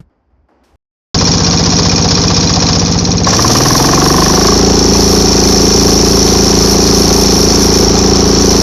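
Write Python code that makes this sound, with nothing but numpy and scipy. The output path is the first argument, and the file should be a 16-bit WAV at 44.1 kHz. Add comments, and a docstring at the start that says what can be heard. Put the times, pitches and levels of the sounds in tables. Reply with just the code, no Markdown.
"""First a short low thump, a faint low hum and the rustle of a plastic bottle in a quiet yard; then a
moment of silence; then a ride on a garden tractor. Its one-cylinder diesel idles, knocks hard as it is
throttled up, and settles at the speed its governor (a speed regulator) holds.
Puffs of gas make the drone, burning fuel shakes the engine block, and loose tin clatters in every
cycle (the time from one firing to the next). A limiter holds down the loudest peaks."""
import sys
import numpy as np
from scipy import signal
from scipy.fft import rfft, irfft
from scipy.io import wavfile
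from scipy.ndimage import uniform_filter1d, minimum_filter1d

SR = 44100
rng = np.random.default_rng(int(sys.argv[2]) if len(sys.argv) > 2 else 0)


def wrap_up_sound(samples):
    """Save the sound to the file named by the first command line argument, as 16-bit audio."""
    columns = np.atleast_2d(samples).T
    # keep every value between -1 and 1, then stretch to whole-number steps
    tamed = np.clip(columns, -1, 1)
    steps = np.round(tamed * 32767).astype(np.int16)
    wavfile.write(sys.argv[1], SR, steps)


N = 380141
TIME = np.arange(N) / SR

# A short low thump, then faint crinkles: (time [s], level [dB], pitch [Hz], width [Hz], decay [s])
THUMP_AND_CRINKLES = [(.003, -31, 135, 40, 0.0096), (.487, -71, 900, 1200, .05),
                      (.636, -59.5, 1500, 2500, 0.11), (.64, -61, 5200, 1200, 0.047)]
# Tone colours of the yard's hum and air: (frequency [Hz], level [dB])
HUM_COLOUR = [(25, -20), (45, -16), (60, 3), (75, -2), (100, -17), (200, -20), (400, -52)]
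AIR_COLOUR = [(100, -39), (170, -14), (254, 3), (454, -4), (799, -5), (2200, -22), (3350, -32), (3870, -38),
              (4780, -29), (8000, -51), (10400, -79), (17600, -120)]
# Swells of the hum: (start [s], length [s], level [dB])
YARD_SWELLS = [(.014, 0.054, -49.5), (0.3, 0.14, -57), (.68, 0.078, -55)]
# Soft rustles: (time [s], level [dB], decay [s])
SOFT_RUSTLES = [(.098, -64, 0.074), (.305, -68, .08), (.487, -53.5, 0.5)]

# Tones of the drone at idle, lugging (straining at low speed), revving up and at full speed:
# (pitch [multiple of the firing rate], level [dB])
IDLE_TONES = [(1, -49), (2, -38), (3, -29), (4, -24), (5, -27), (6, -21), (7, -23), (8, -32), (9, -25),
              (10, -22), (11, -20), (12, -22), (13, -29), (14, -28), (15, -25), (16, -32), (17, -31),
              (18, -25), (19, -32), (20, -40), (21, -35), (22, -34), (24, -44), (26, -31), (28, -38),
              (30, -31), (32, -36), (34, -42), (36, -41), (38, -48), (40, -47)]
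LUG_TONES = [(1, -46), (2, -33), (3, -31), (4, -25), (5, -24), (6, -21), (7, -21), (8, -28), (9, -35),
             (10, -33), (11, -28), (12, -27), (13, -30), (14, -23), (15, -36), (16, -26), (17, -29),
             (18, -24), (19, -30), (20, -30), (21, -37), (22, -35), (24, -35), (26, -43), (28, -44),
             (30, -37), (32, -46), (34, -43), (36, -38), (38, -34), (40, -34)]
REV_TONES = [(1, -39), (2, -25), (3, -22), (4, -29), (5, -26), (6, -21), (7, -19), (8, -21), (9, -27),
             (10, -22), (11, -27), (12, -19), (13, -21), (14, -19), (15, -24), (16, -25), (17, -28),
             (18, -27), (19, -26), (20, -32), (21, -31), (22, -34), (24, -38), (26, -37), (28, -37),
             (30, -32), (32, -33), (34, -34), (36, -37), (38, -35), (40, -34)]
FAST_TONES = [(1, -34), (2, -19), (3, -20), (4, -32), (5, -26), (6, -21), (7, -17), (8, -24), (9, -22),
              (10, -19), (11, -28), (12, -24), (13, -23), (14, -20), (15, -22), (16, -25), (17, -31),
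              (18, -30), (19, -33), (20, -40), (21, -42), (22, -41), (24, -36), (26, -45), (28, -36),
              (30, -42), (32, -41), (34, -40), (36, -45), (38, -44), (40, -43)]
# Exhaust, intake and compression puffs in the same four states:
# (place in cycle [0-1], pipe pitch [Hz], sharpness of the ring [Q], weight [dB])
IDLE_GAS_PUFFS = [(.04, 420, 6, -21), (.32, 150, 2.2, 0.5), (.56, 215, 2.2, -4), (.84, 235, 2.5, -14.5)]
LUG_GAS_PUFFS = [(.32, 240, 2.2, -1), (.55, 200, 2.2, 0), (.83, 220, 2, -9)]
REV_GAS_PUFFS = [(0.324, 326, 5.7, -4), (0.535, 221, 2.8, 2), (.8, 200, 1.8, -3)]
FAST_GAS_PUFFS = [(0.316, 437, 5.5, 0), (0.512, 219.4, 3.3, 4), (.77, 165, 1.4, 0.5)]
# Tone colour of gas swirling in the pipes: (frequency [Hz], level [dB])
SWIRL_COLOUR = [(25, -22), (60, -5), (120, -1), (250, -1.5), (430, 0), (600, -16), (1200, -13)]
# Rushes of gas through the valves: (place in cycle [0-1], rise [cycles], fall [cycles], level [dB])
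IDLE_RUSHES = [(.26, .04, .08, 0), (.575, .02, .04, -2)]
FAST_RUSHES = [(.34, .05, .06, 0), (.5, .03, .1, -1)]
# Notes those rushes ring in the pipes: (pitch [Hz], width [Hz], level [dB])
PIPE_NOTES = [(416, 100, 0), (610, 200, -4.5), (746, 93, 3), (813, 100, -5)]

# Hits on the block, the tin covers and a loose panel, and those of the hard knock:
# (place in cycle [0-1], rise [cycles], fall [cycles], level [dB])
BLOCK_HITS = [(.11, .09, .22, 0), (.27, .05, .08, -4), (.58, .03, .06, -4), (.92, .04, .15, -8)]
IDLE_TIN_HITS = [(.06, .012, .02, -2), (.39, .06, .1, -14), (.585, .012, .025, -8), (.73, .04, .09, -3),
                 (.895, .008, .025, -7)]
FAST_TIN_HITS = [(.04, .015, .05, -4), (.16, .06, .08, -5), (.35, .015, .07, 1), (.5, .03, .08, -2),
                 (.72, .04, .07, 0)]
PANEL_HITS = [(.07, .06, .14, -3), (.2, .06, .2, -5)]
KNOCK_HITS = [(.11, .06, .05, 0), (.2, .02, .06, -5)]
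# Tone colours of the block, the tin and the fine sizzle: (frequency [Hz], level [dB])
BLOCK_COLOUR = [(150, 5), (300, 1), (430, 5.5), (580, -2.5), (740, -0.5), (900, -2), (1120, -0.5),
                (1450, -11), (2000, -12), (2450, -17.5), (3000, -12.5), (6000, -11.5), (8000, -64)]
IDLE_TIN_COLOUR = [(1500, -10.5), (2900, -16), (3600, -6.5), (4300, -2), (4700, 2), (5200, 6), (5700, 0.5),
                   (6400, -2.5), (7000, -8.5), (7500, -33), (7900, -116)]
FAST_TIN_COLOUR = [(1500, -19.5), (2900, -22), (3700, -18.5), (4350, -8.5), (4900, -6), (5500, -3),
                   (5850, -2), (6400, -6.5), (7000, -16.5), (7600, -21.5), (8400, -99.5)]
SIZZLE_COLOUR = [(6000, -45), (8200, -10.5), (9800, 1), (11000, -5.5), (11900, 2.5), (12700, -6.5),
                 (13300, -11), (14500, -12), (15600, -42)]
# Notes of the clinking covers: (pitch [Hz], width [Hz], idle level [dB], full-speed level [dB])
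COVER_NOTES = [(2437, 48, -8, -12), (3514, 39, -12, -13), (4177, 84, -5.5, -12), (4380, 52, -10, -3.5),
               (5380, 56, -12, 1), (5453, 86, 1, 4.5), (5580, 34, 2.5, -1.5), (5910, 46, -2.5, 3),
               (6420, 54, -6, -11)]
# Pings of valve gear and covers: (place in cycle [0-1], rise [cycles], fall [cycles], pitch [Hz],
# idle level [dB], revving level [dB], full-speed level [dB])
METAL_PINGS = [(.025, .015, .05, 6050, -21, -20, -11), (.365, .012, .055, 5700, -32, -6, -12),
               (.575, .01, .025, 6450, -9, -24, -22), (.71, .03, .07, 5520, -11, -6, -3),
               (.765, .025, .045, 5680, -10, -8, -3.5), (.73, .025, .07, 4200, -14, -16, -15),
               (.74, .03, .08, 2430, -23, -25, -25), (.885, .008, .028, 5800, -8.5, -19, -22)]
# Brief, faint, bright crackles of overload distortion at idle: (time [s], level added to CRACKLE_DB [dB])
OVERLOAD_CRACKLES = [(1.1623, -36), (1.2436, -32), (1.6297, -31), (1.8876, -34), (1.9604, -40),
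                     (2.1435, -32), (2.2722, -32), (2.4653, -35), (2.9158, -31)]
# Notes of the block under hard knock: (pitch [Hz], width [Hz], level [dB])
KNOCK_NOTES = [(715, 80, 2), (900, 90, 1), (1040, 70, 10), (1150, 80, 9), (1240, 80, 1), (1480, 90, -1),
               (1610, 70, -2), (1720, 60, -2), (1860, 70, -5)]
# Brief dips in the tin's chatter: (middle [s], half length [s], depth [dB])
CHATTER_DIPS = [(4.15, 0.44, -3), (4.75, 0.16, -2), (8.174, 0.36, -3)]

YARD_OFF_S, ENGINE_ON_S = .758, 1.144
HUM_FLOOR_DB, HUM_EDGE_S, AIR_DB = -60, .025, -64.5
IDLE_RATE, LUG_RATE, REV_RATE, GOVERNED_RATE = 15.557, 18.2, 22.9, 27.8213  # firings per second
# The fuel is eased off, the throttle opens, then the governor catches the speed.
EASE_S, OPEN_S, CATCH_S = 2.72, 3.2403, 4.57
EASE_TAKES_S, OPEN_TAKES_S, CATCH_TAKES_S = .31, .029, .13
CLIMB_PER_S, DRAG_S, SETTLE_S = 12.4554, 2.3136, .1499  # the climb starts at this gain in rate per s
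IDLE_FUEL, CRUISE_FUEL = .7, .66  # fuel per stroke: 0 is least, 1 is full
OPENING_SHARE = .36  # share of the effort that comes at once with the throttle; the rest needs speed
# Loudness rules: (idle level [dB], gain from least to full fuel [dB], gain from idle to full speed [dB])
DRONE_LAW, SWIRL_LAW = (1.2, .5, .8), (-31, 0, 12.5)
BLOCK_LAW, TIN_LAW, KNOCK_LAW = (-17.3, 7, .5), (-14.5, 6.6, 2.1), (-29, 52, -4)
RASP_IDLE_DB, RASP_FAST_DB = -24.5, -20
PANEL_IDLE_DB, PANEL_QUIET_DB, PANEL_FAST_DB = 1.5, -35, -24.5  # relative to the tin's hits
SIZZLE_IDLE_DB, SIZZLE_OPEN_DB, SIZZLE_WAKES_S = -56.5, -29.5, .18
SIZZLE_FLICKER_DB, SIZZLE_DIP_RATIO = 2.86, 2.85  # at full speed it dips this many times as many dB
CRACKLE_DB, CRACKLE_DECAY_S = -7, .005
IGNITION_PLACE, IGNITION_DB = .105, 2  # place in the cycle; level relative to the knock's rattle
CEILING_DB, CUTOFF_HZ = -.5, 16200


def from_db(db):
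    """Turn decibels into a factor to multiply by."""
    return 10 ** (np.asarray(db) / 20)


def rms_one(x):
    """Scale a signal to an average (rms) level of 1."""
    return x / np.sqrt(np.mean(x ** 2) + 1e-20)


def ramp(start_s, takes_s):
    """Rise from 0 to 1 in a straight line."""
    return np.clip((TIME - start_s) / takes_s, 0, 1)


def dying(start_s, decay_s):
    """Start suddenly, then fade away."""
    return (TIME > start_s) * np.exp(-np.clip((TIME - start_s) / decay_s, 0, 20))


def drift(per_s):
    """Wander at random, by about 1 either way, through per_s points a second."""
    points = rng.standard_normal(N // 8)
    return np.interp(TIME * per_s, np.arange(len(points)), points)


def coloured(x, colour):
    """Give x a tone colour that falls 20 dB per octave past the table's ends; level 1."""
    hz, level_db = np.transpose(colour)
    octave, known = np.log2(np.arange(N // 2 + 1) * SR / N + 1), np.log2(hz)
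    beyond = np.abs(octave - np.clip(octave, known[0], known[-1]))
    gain = from_db(np.interp(octave, known, level_db) - 20 * beyond)
    return rms_one(irfft(rfft(x) * gain, N))


def resonate(x, hz, width_hz):
    """Let x ring at one pitch, longer if the width is narrow; level 1."""
    r = np.exp(-np.pi * width_hz / SR)
    return rms_one(signal.lfilter([1, 0, -1], [1, -2 * r * np.cos(2 * np.pi * hz / SR), r * r], x))


def ring_notes(x, notes):
    """Let x ring several notes at once, every second one flipped in sign; level 1."""
    return rms_one(sum((-1) ** k * from_db(db) * resonate(x, hz, width)
                       for k, (hz, width, db) in enumerate(notes)))


def bursts(cycle, table, scatter_db, slip):
    """Power of bursts in every cycle, straying in strength and, by about slip cycles, in timing."""
    power = np.zeros(N)
    for place, rise, fall, level_db in table:
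        chance = rng.standard_normal((256, 2))
        since = cycle - place + 1 / 4  # a quarter cycle early, to leave room for the rise
        which = np.floor(since).astype(int) + 1
        age = since % 1 - 1 / 4 - slip * chance[which, 1]
        shape = np.exp(np.where(age < 0, -(age / rise) ** 2, -2 * age / fall))
        power += shape * (from_db(level_db + scatter_db * chance[:, 0]) ** 2)[which]
    return power


def envelope(power):
    """Turn burst power into a loudness curve whose slow level stays at 1."""
    return np.sqrt(power / (uniform_filter1d(power, size=SR // 3) + 1e-9) + 1e-9)


def impacts(cycle, repeat):
    """Noise of countless tiny impacts; the share `repeat` comes back alike in every cycle."""
    index = np.arange(N)
    new_cycle = np.diff(np.floor(cycle), prepend=0) > 0
    start = np.maximum.accumulate(index * new_cycle)
    fresh, alike = rng.standard_normal((2, N))
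    return np.sqrt(1 - repeat) * fresh + np.sqrt(repeat) * alike[index - start]


def part_db(law, fuel, speed):
    """The level of an engine part follows fuel and speed."""
    idle_db, fuel_db, speed_db = law
    return idle_db + fuel_db * (fuel - IDLE_FUEL) + speed_db * speed


def thump_and_crinkles():
    """A short low thump as the sound begins, then faint crinkles of a plastic bottle being handled."""
    return sum(from_db(db) * dying(s, decay) * resonate(rng.standard_normal(N), hz, width)
               for s, db, hz, width, decay in THUMP_AND_CRINKLES)


def yard():
    """A low hum that swells, and outdoor air with soft rustles."""
    swells = sum(from_db(db) * (ramp(s, HUM_EDGE_S) - ramp(s + length, HUM_EDGE_S))
                 for s, length, db in YARD_SWELLS)
    rustles = sum(from_db(db) * dying(s, decay) for s, db, decay in SOFT_RUSTLES)
    hum = (from_db(HUM_FLOOR_DB) + swells) * coloured(rng.standard_normal(N), HUM_COLOUR)
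    air = (from_db(AIR_DB) + rustles) * coloured(rng.standard_normal(N), AIR_COLOUR)
    return hum + air


def crank_rate():
    """Firings per second: idle, a climb that drag flattens, a small overshoot the governor settles."""
    climbing_s = np.clip(TIME, OPEN_S, CATCH_S) - OPEN_S
    free = IDLE_RATE + CLIMB_PER_S * DRAG_S * (1 - np.exp(-climbing_s / DRAG_S))
    return GOVERNED_RATE + (free - GOVERNED_RATE) * np.exp(-np.maximum(TIME - CATCH_S, 0) / SETTLE_S)


def drone(cycle, firings):
    """Tones at multiples of the firing rate, bunched into thumps by puffs that ring the pipes."""
    rates = [IDLE_RATE, LUG_RATE, REV_RATE, GOVERNED_RATE]
    states = [(IDLE_TONES, IDLE_GAS_PUFFS), (LUG_TONES, LUG_GAS_PUFFS),
              (REV_TONES, REV_GAS_PUFFS), (FAST_TONES, FAST_GAS_PUFFS)]
    multiples = np.array(IDLE_TONES)[:, 0]
    gains, phases = [], []
    for rate, (tones, puffs) in zip(rates, states):
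        pipes = 0
        for place, hz, q, db in puffs:
            ratio = multiples * rate / hz
            puff = from_db(db) * np.exp(-2j * np.pi * multiples * place)
            pipes += puff / (1 - ratio ** 2 + 1j * ratio / q)
        gains.append(np.sqrt(2) * from_db(np.array(tones)[:, 1]))
        phases.append(np.angle(pipes))  # the puffs set only the timing of each tone
    out = np.zeros(N)
    for k, gain, phase in zip(multiples, np.transpose(gains), np.transpose(phases)):
        shift = np.interp(firings, rates, np.unwrap(phase))  # glide between the four states
        out += np.interp(firings, rates, gain) * np.cos(2 * np.pi * k * cycle + shift)
    return out


def gas(cycle, firings, fuel, speed):
    """The drone, no two firings quite alike, plus swirling in the pipes that grows with the flow."""
    uneven_cycle = cycle + .0018 * drift(per_s=40)
    tone = drone(uneven_cycle, firings)
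    swirl = from_db(part_db(SWIRL_LAW, fuel, speed)) * coloured(rng.standard_normal(N), SWIRL_COLOUR)
    return tone * from_db(part_db(DRONE_LAW, fuel, speed) + .5 * drift(per_s=51)) + swirl


def rasp(cycle, effort):
    """Gas rushes through the valves twice a cycle and rings the pipes, nearly alike each time."""
    load = np.minimum(1, 3 * effort)
    idle = bursts(cycle, IDLE_RUSHES, scatter_db=0, slip=.0023)
    fast = bursts(cycle, FAST_RUSHES, scatter_db=0, slip=.0027)
    rush = impacts(cycle, repeat=.62) * envelope((1 - load) * idle + load * fast)
    rush = signal.sosfilt(signal.butter(2, 5000, "low", fs=SR, output="sos"), rush)
    return from_db(RASP_IDLE_DB + (RASP_FAST_DB - RASP_IDLE_DB) * effort) * ring_notes(rush, PIPE_NOTES)


def block(cycle):
    """Burning fuel and the valve gear shake the engine block."""
    power = bursts(cycle, BLOCK_HITS, scatter_db=1.5, slip=.003) + .3
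    return coloured(impacts(cycle, repeat=.3) * envelope(power), BLOCK_COLOUR)


def clinks(power, effort):
    """About 1500 metal contacts a second, crowded at the hits; each rings the covers its own way."""
    contacts = rng.random(N) < 1500 * envelope(power) ** 2 / SR
    out = np.zeros(N)
    for hz, width_hz, idle_db, fast_db in COVER_NOTES:
        note = resonate(contacts * rng.standard_normal(N), hz, width_hz)
        out += from_db(idle_db + effort * (fast_db - idle_db)) * note
    return rms_one(out)


def tin(cycle, effort, panel_db):
    """Covers and brackets chatter at set places in the cycle; gives their ring and the sizzle above it."""
    idle = bursts(cycle, IDLE_TIN_HITS, scatter_db=.85, slip=.0036) + .04
    fast = bursts(cycle, FAST_TIN_HITS, scatter_db=3.5, slip=.0036) + .18
    load = np.minimum(1, 3 * effort)
    power = (1 - load) * idle + load * fast
    buzz = from_db(panel_db) ** 2 * bursts(cycle, PANEL_HITS, scatter_db=2, slip=.0079)
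    chatter = envelope((power + buzz) * from_db(2 * drift(per_s=690)) ** 2)
    strikes = impacts(cycle, repeat=.19) * chatter
    rattle = (1 - load) * coloured(strikes, IDLE_TIN_COLOUR) + load * coloured(strikes, FAST_TIN_COLOUR)
    ring = from_db(-1.5) * rattle + from_db(-4) * clinks(power ** 1.5, effort)
    dull = signal.sosfilt(signal.cheby2(10, 40, 8200, fs=SR, output="sos"), ring)  # less treble at idle
    sizzle = coloured(rng.standard_normal(N) * chatter ** .77, SIZZLE_COLOUR)
    return (1 - load) * dull + load * ring, sizzle


def pings(cycle, effort):
    """Valve gear and covers ring brightly, each once a cycle at its own wavering pitch."""
    out = np.zeros(N)
    for place, rise, fall, hz, idle_db, rev_db, fast_db in METAL_PINGS:
        power = bursts(cycle, [(place, rise, fall, 0)], scatter_db=2, slip=.004)
        level_db = np.interp(effort, [0, .35, .65, 1], [idle_db, rev_db, rev_db, fast_db])
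        pitch_hz = hz + 100 * drift(per_s=500)
        out += from_db(level_db) * np.sqrt(power) * np.sin(2 * np.pi * np.cumsum(pitch_hz) / SR)
    return out


def overload_crackles():
    """Faint, bright crackles of overload distortion at idle, made as brief noise bursts at set times."""
    loudness = sum(from_db(db + CRACKLE_DB) * dying(s, CRACKLE_DECAY_S) for s, db in OVERLOAD_CRACKLES)
    return loudness * coloured(rng.standard_normal(N), SIZZLE_COLOUR)


def hard_knock(cycle):
    """Extra fuel catches fire all at once, and the jump in pressure rings the cylinder."""
    ignitions = np.floor(cycle - IGNITION_PLACE)
    jump = rms_one(np.diff(ignitions, prepend=ignitions[0]))
    rattle = impacts(cycle, repeat=.05) * envelope(bursts(cycle, KNOCK_HITS, scatter_db=1, slip=.0024))
    return ring_notes(rattle + from_db(IGNITION_DB) * jump, KNOCK_NOTES)


def engine():
    """All parts follow one crank and its fuel; a faint, slightly late copy of the clatter differs between the
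    ears."""
    firings = crank_rate()
    cycle = np.cumsum(firings) / SR
    cycle += .0252 - cycle[np.argmax(TIME > ENGINE_ON_S)] % 1  # the ride begins early in a cycle
    speed = (firings - IDLE_RATE) / (GOVERNED_RATE - IDLE_RATE)  # 0 at idle, 1 at full speed
    eased, opened = ramp(EASE_S, EASE_TAKES_S), ramp(OPEN_S, OPEN_TAKES_S)
    caught = ramp(CATCH_S - CATCH_TAKES_S / 2, CATCH_TAKES_S)
    fuel = IDLE_FUEL * (1 - eased) + opened - (1 - CRUISE_FUEL) * caught
    effort = np.clip(OPENING_SHARE * opened + (1 - OPENING_SHARE) * speed, 0, 1)
    dip_db = sum(db * np.exp(-((TIME - s) / half_s) ** 2) for s, half_s, db in CHATTER_DIPS)
    # The loose panel buzzes at idle, goes quiet as the fuel is eased and partly returns with speed.
    panel_db = PANEL_IDLE_DB + (PANEL_QUIET_DB - PANEL_IDLE_DB) * eased
    panel_db += (PANEL_FAST_DB - PANEL_QUIET_DB) * speed
    ring, sizzle = tin(cycle, effort, panel_db)
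    pipes = gas(cycle, firings, fuel, speed) + rasp(cycle, effort)
    clatter = from_db(part_db(BLOCK_LAW, fuel, speed)) * block(cycle)
    clatter += from_db(part_db(KNOCK_LAW, fuel, speed)) * hard_knock(cycle)
    clatter += from_db(part_db(TIN_LAW, fuel, speed) + dip_db) * ring
    clatter += from_db(dip_db / 2) * pings(cycle, effort) + overload_crackles()
    sizzle_db = SIZZLE_IDLE_DB + (SIZZLE_OPEN_DB - SIZZLE_IDLE_DB) * ramp(OPEN_S, SIZZLE_WAKES_S)
    sizzle_db += SIZZLE_DIP_RATIO * caught * dip_db + SIZZLE_FLICKER_DB * drift(per_s=14)
    clatter += from_db(sizzle_db) * sizzle
    late_copy = np.interp(TIME - .004, TIME, from_db(-44) * clatter)
    return ramp(ENGINE_ON_S, .0014) * (pipes + clatter + late_copy * [[1], [-1]])


def scene():
    """The quiet yard, a moment of silence, then the ride."""
    return (yard() + thump_and_crinkles()) * (TIME < YARD_OFF_S) + engine()


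def record(dry):
    """A fast limiter turns down the loudest peaks; the deepest bass and highest treble are cut."""
    peak = np.abs(dry).max(axis=0)
    allowed_gain = np.minimum(1, from_db(CEILING_DB) / (peak + 1e-9))
    gain = minimum_filter1d(allowed_gain, size=41)
    gain = uniform_filter1d(uniform_filter1d(gain, size=21), size=21)
    held = signal.sosfilt(signal.butter(1, 3, "high", fs=SR, output="sos"), dry * gain)
    return signal.sosfiltfilt(signal.cheby2(8, 40, CUTOFF_HZ, fs=SR, output="sos"), held)


dry = scene()
out = record(dry)
wrap_up_sound(out)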